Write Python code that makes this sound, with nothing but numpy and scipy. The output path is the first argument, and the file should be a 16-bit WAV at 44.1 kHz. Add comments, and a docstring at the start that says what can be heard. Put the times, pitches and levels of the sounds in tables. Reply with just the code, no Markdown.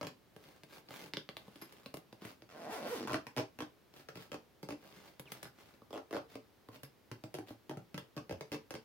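"""Zipping a packed backpack shut

In a small room the slider advances in short tugs; one long pull buzzes in two surges, then tugs follow again.
Each tooth is a noise click that rings damped modes of panel, contents and rim, brighter the tauter the bag.
Hands brush the cloth (filtered noise) and bump its folds; pull tabs tick and jingle (clicks and modes).
One fingernail squeak (falling sine), a slap echo, diffuse reverberation and quiet air complete the scene.
"""
import sys
import numpy as np
from scipy import signal
from scipy.fft import rfft, irfft
from scipy.io import wavfile
from scipy.ndimage import uniform_filter1d

SR = 44100
rng = np.random.default_rng(int(sys.argv[2]) if len(sys.argv) > 2 else 0)


def persist_wave(psi):
    """Save psi, clipped to +-1, as 16-bit WAV."""
    counts = np.round(np.clip(psi, -1, 1) * 32767).astype(np.int16)
    wavfile.write(sys.argv[1], SR, np.atleast_2d(counts).T)


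N = 389844
TIME_S = np.arange(N) / SR

# damped modes of the bag's contents: f/Hz, level/dB, t60/s
CONTENTS_MODES = [(125.8, -1.5, 0.16), (206.5, 3.5, 0.055)]
# spectrum of a tooth click: f/Hz, density/(dB per Hz)
TOOTH_SPECTRUM = [(300, -4), (1100, 4.5), (2700, -1), (3700, -4.5), (5300, -4), (7800, -17.5), (16000, -60)]
# spectrum of a fingertip or tab tick: f/Hz, density/(dB per Hz)
TAP_SPECTRUM = [(300, -30), (900, 1), (2600, 4), (4700, 3), (6500, -15), (16000, -55)]
# spectrum of a click's bright edge: f/Hz, density/(dB per Hz)
EDGE_SPECTRUM = [(2000, 2.5), (7500, -8.5), (10500, -3), (16000, -8)]
# hand sliding on the cloth: middle t/s, half length/s, relative level/dB
CLOTH_STROKES = [(0.482, 0.076, -71), (0.745, 0.0452, -65.5), (0.985, 0.08, -62), (1.647, 0.22, -73),
                 (2.266, 0.047, -62.5), (3.985, 0.042, -68), (4.205, 0.053, -67.5), (4.97, 0.14, -69),
                 (5.331, 0.057, -67), (5.446, 0.026, -62), (5.657, 0.086, -72.5), (6.328, 0.03, -69.5),
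                 (6.743, 0.022, -65), (7.502, 0.029, -66)]


def from_db(db):
    """Decibels to gain."""
    return 10 ** (np.asarray(db) / 20)


def in_time(rows):
    """Columns of a curve, interpolated at every sample."""
    s, *columns = np.transpose(rows)
    return [np.interp(TIME_S, s, column) for column in columns]


def at_hz(points, hz):
    """Table value, interpolated along log frequency."""
    f, value = np.transpose(points)
    return np.interp(np.log(np.maximum(hz, 1)), np.log(f), value)


def colour(x, spectrum, size=4096):
    """Causal minimum-phase filter of unit energy with the given spectrum."""
    log_gain = np.log(from_db(at_hz(spectrum, np.fft.rfftfreq(size, 1 / SR))))
    cepstrum = irfft(log_gain)
    # fold the cepstrum onto positive time
    cepstrum[1:size // 2] *= 2
    cepstrum[size // 2 + 1:] = 0
    response = irfft(np.exp(rfft(cepstrum)))
    response /= np.linalg.norm(response)
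    return signal.oaconvolve(np.atleast_2d(x), [response], axes=1)[:, :N]


def clicks(s, db):
    """One impulse per event."""
    out = np.zeros(N)
    index = np.clip(np.round(np.asarray(s) * SR).astype(int), 0, N - 1)
    np.add.at(out, index, from_db(db))
    return out


def strike(s, db, modes, spread_db, detune, pitch=1, tilt_db=0):
    """Each blow rings damped modes with random strengths and detuning; tilt_db is per octave."""
    hz, level_db, t60_s = np.transpose(modes)[:, :, None]
    t = TIME_S[:int(t60_s.max() * SR)]
    fade = from_db(level_db - 60 * t / t60_s)
    octaves = np.log2(hz) - np.log2(hz).mean()
    chance = rng.standard_normal((len(s), 2, len(hz), 1))
    blows = np.broadcast_arrays((s * SR).astype(int), db, pitch, tilt_db)
    out = np.zeros(N + len(t))
    for at, blow_db, factor, tilt, (strength, stretch) in zip(*blows, chance):
        mode_hz = hz * factor * np.exp(detune * stretch)
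        gain = from_db(blow_db + tilt * octaves + spread_db * strength)
        rings = gain * fade * np.sin(2 * np.pi * mode_hz * t)
        # neighbouring modes swing in opposition
        out[at:at + len(t)] += rings[::2].sum(axis=0) - rings[1::2].sum(axis=0)
    return out[:N]


def stereo_noise(side_db):
    """White noise; side_db is the left-right difference relative to the common part."""
    mid, side = rng.standard_normal((2, N))
    return mid + from_db(side_db) * side * [[1], [-1]]


def crack(s, db, spectrum, fade_s, side_db, snap_db=-30):
    """A contact: one sharp snap plus a burst of tiny slips decaying with time constant fade_s."""
    snaps = clicks(s, db)
    power = signal.lfilter([1], [1, -np.exp(-2 / (fade_s * SR))], snaps ** 2 + 1e-24)
    slips = np.sqrt(power) * stereo_noise(side_db)
    snap_gain = from_db(snap_db) * np.sqrt(fade_s * SR / 2)
    return colour(slips + snap_gain * snaps, spectrum)


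def bag(s, panel_db, thump_db, rim_db, spread_db):
    """A jolt rings the panel, brighter the tauter it is, thumps the contents and reaches the stiff rim."""
    # front panel modes: f/Hz, level/dB, t60/s
    panel_modes = [(307, 1.5, 0.073), (431, 2.5, 0.04), (590, 2, 0.036), (783, -2, 0.027)]
    # stiff rim modes: f/Hz, level/dB, t60/s
    rim_modes = [(1051, -0.5, 0.013), (1266, 1, 0.0077)]
    taut_tilt = 0.12  # dB per octave for each dB of rim over thump
    tilt_db = taut_tilt * (rim_db - thump_db)
    panel = strike(s, panel_db, panel_modes, spread_db, detune=0.058, tilt_db=tilt_db)
    thump = strike(s, thump_db, CONTENTS_MODES, spread_db, detune=0.13)
    rim = strike(s, rim_db, rim_modes, spread_db, detune=0.11)
    return panel + thump + rim


def slack_bag(s, db):
    """A light touch on the bag while nothing stretches it: fixed thump and rim relative to the panel."""
    return bag(s, db, thump_db=db - 2.5, rim_db=db + 3, spread_db=3.5)


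def air():
    """The room's quiet air: steady coloured noise."""
    # air spectrum: f/Hz, density/(dB per Hz)
    air_spectrum = [(25, -24), (55, -6.5), (125, -7.5), (400, -8.5), (800, -16.5), (5000, -27), (8000, -35),
                    (15000, -30.5)]
    return from_db(-68) * colour(stereo_noise(side_db=-4.0), air_spectrum)


def tug_teeth():
    """Each tug drags a few near-evenly spaced teeth: t/s, click, panel, thump, rim level/dB, first 0 or 1."""
    # tugs: start t/s, first to last tooth/s, teeth, then relative click, panel, thump, rim level/dB
    tug_rows = [(0.0122, 0.036, 3, -40, -46.5, -46.5, -42), (0.0695, 0, 1, -37.5, -43, -60, -38),
                (3.0739, 0.007, 2, -39, -51, -57, -32.5), (3.0956, 0.016, 3, -43.5, -47.5, -53, -34),
                (3.121, 0.022, 3, -39, -43.5, -53, -33.5), (3.157, 0, 1, -42, -52, -54, -48),
                (3.2680, 0, 1, -42, -55.5, -52, -39), (3.3650, 0.039, 6, -36, -40.5, -47, -40.5),
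                (3.5886, 0.033, 3, -42.5, -46.5, -50, -43.5), (4.0870, 0, 1, -42.5, -48.5, -56, -40.5),
                (4.156, 0.016, 2, -44, -52.5, -51.5, -47), (4.3177, 0.025, 3, -40.5, -42.5, -49, -49),
                (4.6298, 0, 1, -43, -45.5, -48, -39), (4.6881, 0.035, 3, -42, -42, -49, -43.5),
                (5.9066, 0, 1, -53, -52, -62, -52), (5.929, 0.048, 6, -46.5, -42.5, -73, -41.5),
                (6.1096, 0, 1, -47, -44.5, -61, -43), (6.128, 0.047, 6, -42.5, -38, -55, -38),
                (6.3547, 0, 1, -45, -43.5, -55, -46), (7.1153, 0, 1, -40.5, -47.5, -45, -71),
                (7.238, 0, 1, -44, -48.5, -47.5, -57), (7.3417, 0.0082, 2, -38, -44, -50, -72),
                (7.386, 0, 1, -44, -41, -46.5, -44), (7.695, 0.016, 2, -42.5, -41.5, -44, -42),
                (7.7718, 0, 1, -49.5, -45.5, -42, -48), (7.9439, 0, 1, -39.5, -46, -45, -55),
                (7.9782, 0, 1, -37, -47.5, -47.5, -42), (8.1658, 0.012, 3, -43, -46.5, -47, -39),
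                (8.2947, 0.030, 3, -44, -42.5, -46.5, -48), (8.4093, 0, 1, -41, -44, -52.5, -55),
                (8.5184, 0.026, 4, -37.5, -42.5, -49, -51), (8.707, 0, 1, -39, -40.5, -52, -46),
                (8.74, 0.012, 2, -41, -44.5, -50.5, -49)]
    jitter, uneven_db = .05, 3.5  # share of the tooth spacing; spread of strength after the first tooth
    rows = []
    for start, length, teeth, *levels_db in tug_rows:
        gaps = int(round(teeth)) - 1
        for k in range(gaps + 1):
            spread = [jitter * (0 < k < gaps), uneven_db * (k > 0)]
            late, size_db = rng.standard_normal(2) * spread
            s = start + length * (k + late) / max(gaps, 1)
            rows.append((s, *np.add(levels_db, size_db), k == 0))
    return rows


def tugs():
    """The slider jumps from tooth to tooth; its metal rings a little differently at each."""
    # slider modes: f/Hz, level/dB, t60/s
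    slider_modes = [(2598, -4, 0.025), (3200, 4, 0.011), (4720, -11.5, 0.037), (5360, -17.5, .09)]
    ring_db, break_free_db = -12, 4  # ring relative to click; extra edge as the first tooth breaks free
    s, click_db, panel_db, thump_db, rim_db, first = np.transpose(tug_teeth())
    edge_db = click_db + break_free_db * first
    teeth = from_db(-5) * crack(s, click_db, TOOTH_SPECTRUM, fade_s=0.0033, side_db=-3.5, snap_db=-1.5)
    edge = from_db(-8) * crack(s, edge_db, EDGE_SPECTRUM, fade_s=0.00079, side_db=2.0)
    ring = strike(s, click_db + ring_db, slider_modes, spread_db=4, detune=0.04)
    return teeth + edge + ring + bag(s, panel_db, thump_db, rim_db, spread_db=3.0)


def taps():
    """Tabs and fingertips land on the slack bag with a short, hard tick."""
    # taps: t/s, relative click level/dB, treble level/dB, panel level/dB
    tap_rows = [(0.3635, -56.5, -62, -55.5), (0.6346, -55, -59.5, -54.5), (0.9073, -55.5, -80, -45.5),
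                (1.1364, -39.5, -56, -45.5), (1.1703, -36, -54.5, -43.5), (1.29, -44.5, -60, -46),
                (1.3683, -44, -54, -56.5), (1.4803, -69, -71, -52), (1.558, -58, -61, -57),
                (1.62, -62, -56, -51), (1.724, -66, -58, -72), (1.86, -48, -57, -48.5),
                (1.941, -51, -47.5, -44.5), (1.970, -59, -52, -48), (2.127, -56, -63.5, -52.5),
                (2.22, -63, -66, -50.5), (2.2509, -54, -52, -47.5), (2.4211, -55, -69, -56),
                (5.196, -58, -48, -52), (5.3194, -60, -43, -50.5), (5.4294, -55, -47.5, -56.5),
                (5.819, -72, -83, -56), (6.687, -62, -66, -51), (6.833, -61, -49.5, -51),
                (7.506, -63, -71, -48)]
    s, click_db, treble_db, panel_db = np.transpose(tap_rows)
    tick = from_db(6.5) * crack(s, click_db, TAP_SPECTRUM, fade_s=.0009, side_db=-5, snap_db=-1.5)
    edge = from_db(4.5) * crack(s, treble_db, EDGE_SPECTRUM, fade_s=0.0038, side_db=0.0)
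    return tick + edge + slack_bag(s, panel_db)


def bumps(below_db=3):
    """Sliding fingers bump softly over folds at random moments of each stroke."""
    bumps_per_s, bump_db = 20, 3.5  # rate over the stroke; level relative to its table entry
    events = []
    for middle, half, level_db in CLOTH_STROKES:
        for _ in range(int(np.ceil(2 * half * bumps_per_s))):
            events.append((middle + half * rng.uniform(-1.5, 1), level_db + bump_db))
    s, db = np.transpose(events)
    contact = crack(s, db - below_db, TAP_SPECTRUM, fade_s=0.0012, side_db=14)
    return slack_bag(s, db) + contact


def cloth(grain_db=5.5, grains_per_s=500):
    """Each stroke swells, holds and fades; skin catches on the weave in a fine, uneven hiss."""
    # cloth spectrum: f/Hz, density/(dB per Hz)
    cloth_spectrum = [(60, -25), (130, 10.5), (400, 10.5), (900, 6.5), (2800, 2), (5000, -2), (8000, -11.5),
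                      (16000, -9)]
    power = 0
    for middle, half, db in CLOTH_STROKES:
        power = power + from_db(db) ** 2 * np.exp(-np.minimum(((TIME_S - middle) / half) ** 4, 50))
    weave = np.interp(TIME_S * grains_per_s, np.arange(N), rng.standard_normal(N))
    grain = from_db(grain_db * weave + 4.0)
    return colour(np.sqrt(power) * grain * stereo_noise(side_db=-6.5), cloth_spectrum)


def jingles(bounce_s=0.011, fade_db=7, count=4):
    """A metal tab swinging against the slider clatters a few times, ever more lightly."""
    # jingles: t/s, relative level/dB, mode tilt/(dB per octave)
    jingle_rows = [(1.615, -51, 0), (5.457, -62, -7), (6.842, -62, -2)]
    # metal tab modes: f/Hz, level/dB, t60/s
    tab_modes = [(5050, -4, .06), (11290, 0, .055), (13540, -8, .035)]
    s, db, tilt_db = np.transpose(jingle_rows)[:, :, None]
    # first contact at 0, the others at random within bounce_s
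    progress = np.sort(rng.random((len(s), count))) * (np.arange(count) > 0)
    s = (s + bounce_s * progress).ravel()
    db = (db - fade_db * progress).ravel()
    tilt_db = np.repeat(tilt_db, count)
    ring = strike(s, db, tab_modes, spread_db=2, detune=0.004, tilt_db=tilt_db)
    return ring + crack(s, db - 3, TOOTH_SPECTRUM, fade_s=0.0087, side_db=-0.5)


def long_pull(first_echo_s=0.0014, echo_growth_per_s=3.5, brightening_db=14, echo_db=-4.0):
    """One click a tooth: the rattle twice rises to a buzz with slider speed, then runs down."""
    # slider speed: t/s, speed/(teeth per s)
    speed_rows = [(2.48, 90), (2.6, 185), (2.672, 128), (2.695, 250), (2.715, 420), (2.73, 462),
                  (2.76, 360), (2.815, 190), (2.832, 138), (2.86, 195), (2.88, 380), (2.922, 515),
                  (2.945, 430), (2.965, 290), (3.005, 105), (3.06, 65)]
    # pull: t/s, force on panel/dB, click strength/dB, panel resonance under the slider f/Hz
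    pull_rows = [(2.48, -35, -4, 500), (2.55, -9, -10.5, 624), (2.655, -6, -4, 645), (2.675, 1, -8, 720),
                 (2.73, -1, 0, 685), (2.815, -5, -3.5, 574), (2.865, 3.5, 2, 610), (2.89, -3.5, -2, 566),
                 (2.93, 2.5, -1, 490), (2.975, -2, 2.5, 370), (3.06, -2.5, -2.5, 325)]
    zip_modes = [(265, 2, 0.017), (665, 15.0, 0.014), (1780, -3, 0.009)]  # before tuning: f/Hz, level/dB, t60/s
    slow_teeth_per_s, slow_panel_db, slow_click_db = 62, -45.5, -57  # one slow tooth at 0 dB in the pull curve
    panel_db_per_decade, click_db_per_decade = -11, -3  # for ten times the speed
    # scatter is full below this speed: share of tooth spacing; strength
    catching_teeth_per_s, catch_jitter, catch_uneven_db = 130, .11, 2.8

    speed, = in_time(speed_rows)
    start, end = speed_rows[0][0], speed_rows[-1][0]
    travel_teeth = np.cumsum(speed * (TIME_S > start) * (TIME_S < end)) / SR
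    at = np.flatnonzero(np.diff(np.floor(travel_teeth)))
    tooth_speed = speed[at]

    # slow teeth catch unevenly; fast ones run smoothly
    catching = np.minimum(catching_teeth_per_s / tooth_speed, 1)
    shift, size = rng.standard_normal((len(at), 2)).T * catching
    s = TIME_S[at] + catch_jitter * shift / tooth_speed
    uneven_db = catch_uneven_db * size

    # the faster the teeth pass, the lighter and brighter each one strikes
    haste = np.log10(tooth_speed / slow_teeth_per_s)
    force_db, bite_db, panel_hz = (curve[at] for curve in in_time(pull_rows))
    panel_db = slow_panel_db + force_db + panel_db_per_decade * haste + uneven_db
    click_db = slow_click_db + bite_db + click_db_per_decade * haste + uneven_db

    # the middle mode is tuned to the panel resonance
    pitch = panel_hz / zip_modes[1][0]
    body = strike(s, panel_db, zip_modes, spread_db=1, detune=0.02, pitch=pitch)
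    # the heavy contents cannot follow fast teeth
    thump = from_db(1.5) * strike(s, panel_db - 9 * haste, CONTENTS_MODES[1:], spread_db=0, detune=0.039)
    teeth = from_db(3) * crack(s, click_db, TOOTH_SPECTRUM, fade_s=0.0014, side_db=-1, snap_db=8)
    edge = crack(s, click_db + brightening_db * haste, EDGE_SPECTRUM, fade_s=0.00089, side_db=0)

    # each click returns along a lengthening stretch of tape, so its overtones sweep downwards
    echo_s = first_echo_s * np.exp(echo_growth_per_s * np.clip(TIME_S - start, 0, 1))
    returned = np.array([np.interp(TIME_S - echo_s, TIME_S, side) for side in teeth])
    return body + thump + teeth + edge + from_db(echo_db) * returned


def swish():
    """A fingernail slowing over the ribbed weave gives a short, rough, falling squeak."""
    middle_s, half_s, level_db = 5.276, .014, -56
    middle_hz, fall_per_s, rough = 2650, 13.5, .035  # exponential fall rate; pitch wobble as a share
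    t = np.clip(TIME_S - middle_s, -.5, .5)
    smooth_noise = uniform_filter1d(rng.standard_normal((2, N)), size=60)
    wobble, grip = (w / w.std() for w in smooth_noise)
    hz = middle_hz * np.exp(-fall_per_s * t) * (1 + rough * wobble)
    envelope = from_db(level_db + 2 * grip) * np.exp(-(t / half_s) ** 2)
    return envelope * np.sin(2 * np.pi * np.cumsum(hz) / SR)


def place(near):
    """The arrival-time difference between the channels follows the hands; a slight level difference is fixed."""
    # lead of the left channel: t/s, lead/s
    lead_rows = [(1.2, 0), (3, 9e-5), (4.8, 9e-5), (5.2, -2e-5), (6.2, -4e-5), (6.5, 9e-5)]
    pan_db = -0.26  # left minus right
    lead_s, = in_time(lead_rows)
    right = np.interp(TIME_S - lead_s, TIME_S, near[1])
    return np.array([near[0], right]) * from_db([[pan_db / 2], [-pan_db / 2]])


def slap(near, delay_s=.00678):
    """A hard surface nearby returns one delayed copy."""
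    # echo: left level/dB, right level/dB
    slap_db = [-14.5, -21.5]
    return from_db(slap_db)[:, None] * np.interp(TIME_S - delay_s, TIME_S, near.mean(axis=0))


def room(x, wet, likeness, gap_s=0.0011, count=10):
    """Diffuse reflections, dying band by band and alike in both channels in the bass."""
    # room decay: f/Hz, t60/s
    decay_rows = [(120, 0.2), (1000, 0.21), (6000, 0.21), (14000, 0.13)]
    t = TIME_S[:SR * 2 // 3]
    onset = np.clip(t / gap_s - 1, 0, 1)
    edges_hz, tail = np.geomspace(50, 18000, count + 1), 0
    for low, high in zip(edges_hz, edges_hz[1:]):
        hz = np.sqrt(low * high)
        fade = from_db(-60 * t / at_hz(decay_rows, hz)) * onset
        sos = signal.butter(2, [low, high], "band", fs=SR, output="sos")
        band = signal.sosfilt(sos, rng.standard_normal((2, len(t))) * fade)
        # energy in proportion to bandwidth
        band *= np.sqrt((high - low) / SR) / np.linalg.norm(band, axis=1, keepdims=True)
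        mid, side = band
        alike = np.clip(at_hz(likeness, hz), -1, 1)
        stereo = np.sqrt(1 + alike) * mid + np.sqrt(1 - alike) * side * [[1], [-1]]
        tail = tail + from_db(at_hz(wet, hz)) * stereo
    return signal.oaconvolve(x.mean(axis=0, keepdims=True), tail, axes=1)[:, :N]


def moving_room(x, count=3):
    """Hands and body keep moving, so the pattern of reflections passes from one to the next."""
    wet = [(130, -6.0), (450, -1.5), (1500, 0), (5000, -0.5), (12000, 3.0)]  # f/Hz, level/dB
    likeness = [(130, 0.96), (350, 0.84), (800, 0.22), (4000, 0.014)]  # f/Hz, left-right correlation
    phase = TIME_S / 2 + np.arange(count)[:, None] / count
    shares = np.cos(np.pi * phase) * np.sqrt(2 / count)
    return sum(room(x * share, wet, likeness) for share in shares)


def scene():
    """Handling sounds, placed by arrival time, echo in the room; squeak and air are added without echo."""
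    tap_dryness = .3  # share of the taps kept out of the reverberation
    ticks = taps()
    near = tugs() + ticks + bumps() + cloth() + jingles() + long_pull()
    echo = moving_room(near - tap_dryness * ticks)
    return place(near) + slap(near) + swish() + echo + air()


def record(dry):
    """The microphone sheds the deep bass; the top is cut steeply."""
    low_cut = signal.butter(2, 56, "high", fs=SR, output="sos")
    top_cut = signal.ellip(10, .1, 70, 15900, fs=SR, output="sos")  # ripple/dB, stopband/dB, cutoff/Hz
    return signal.sosfilt(top_cut, signal.sosfilt(low_cut, dry))


dry = scene()
out = record(dry)
persist_wave(out)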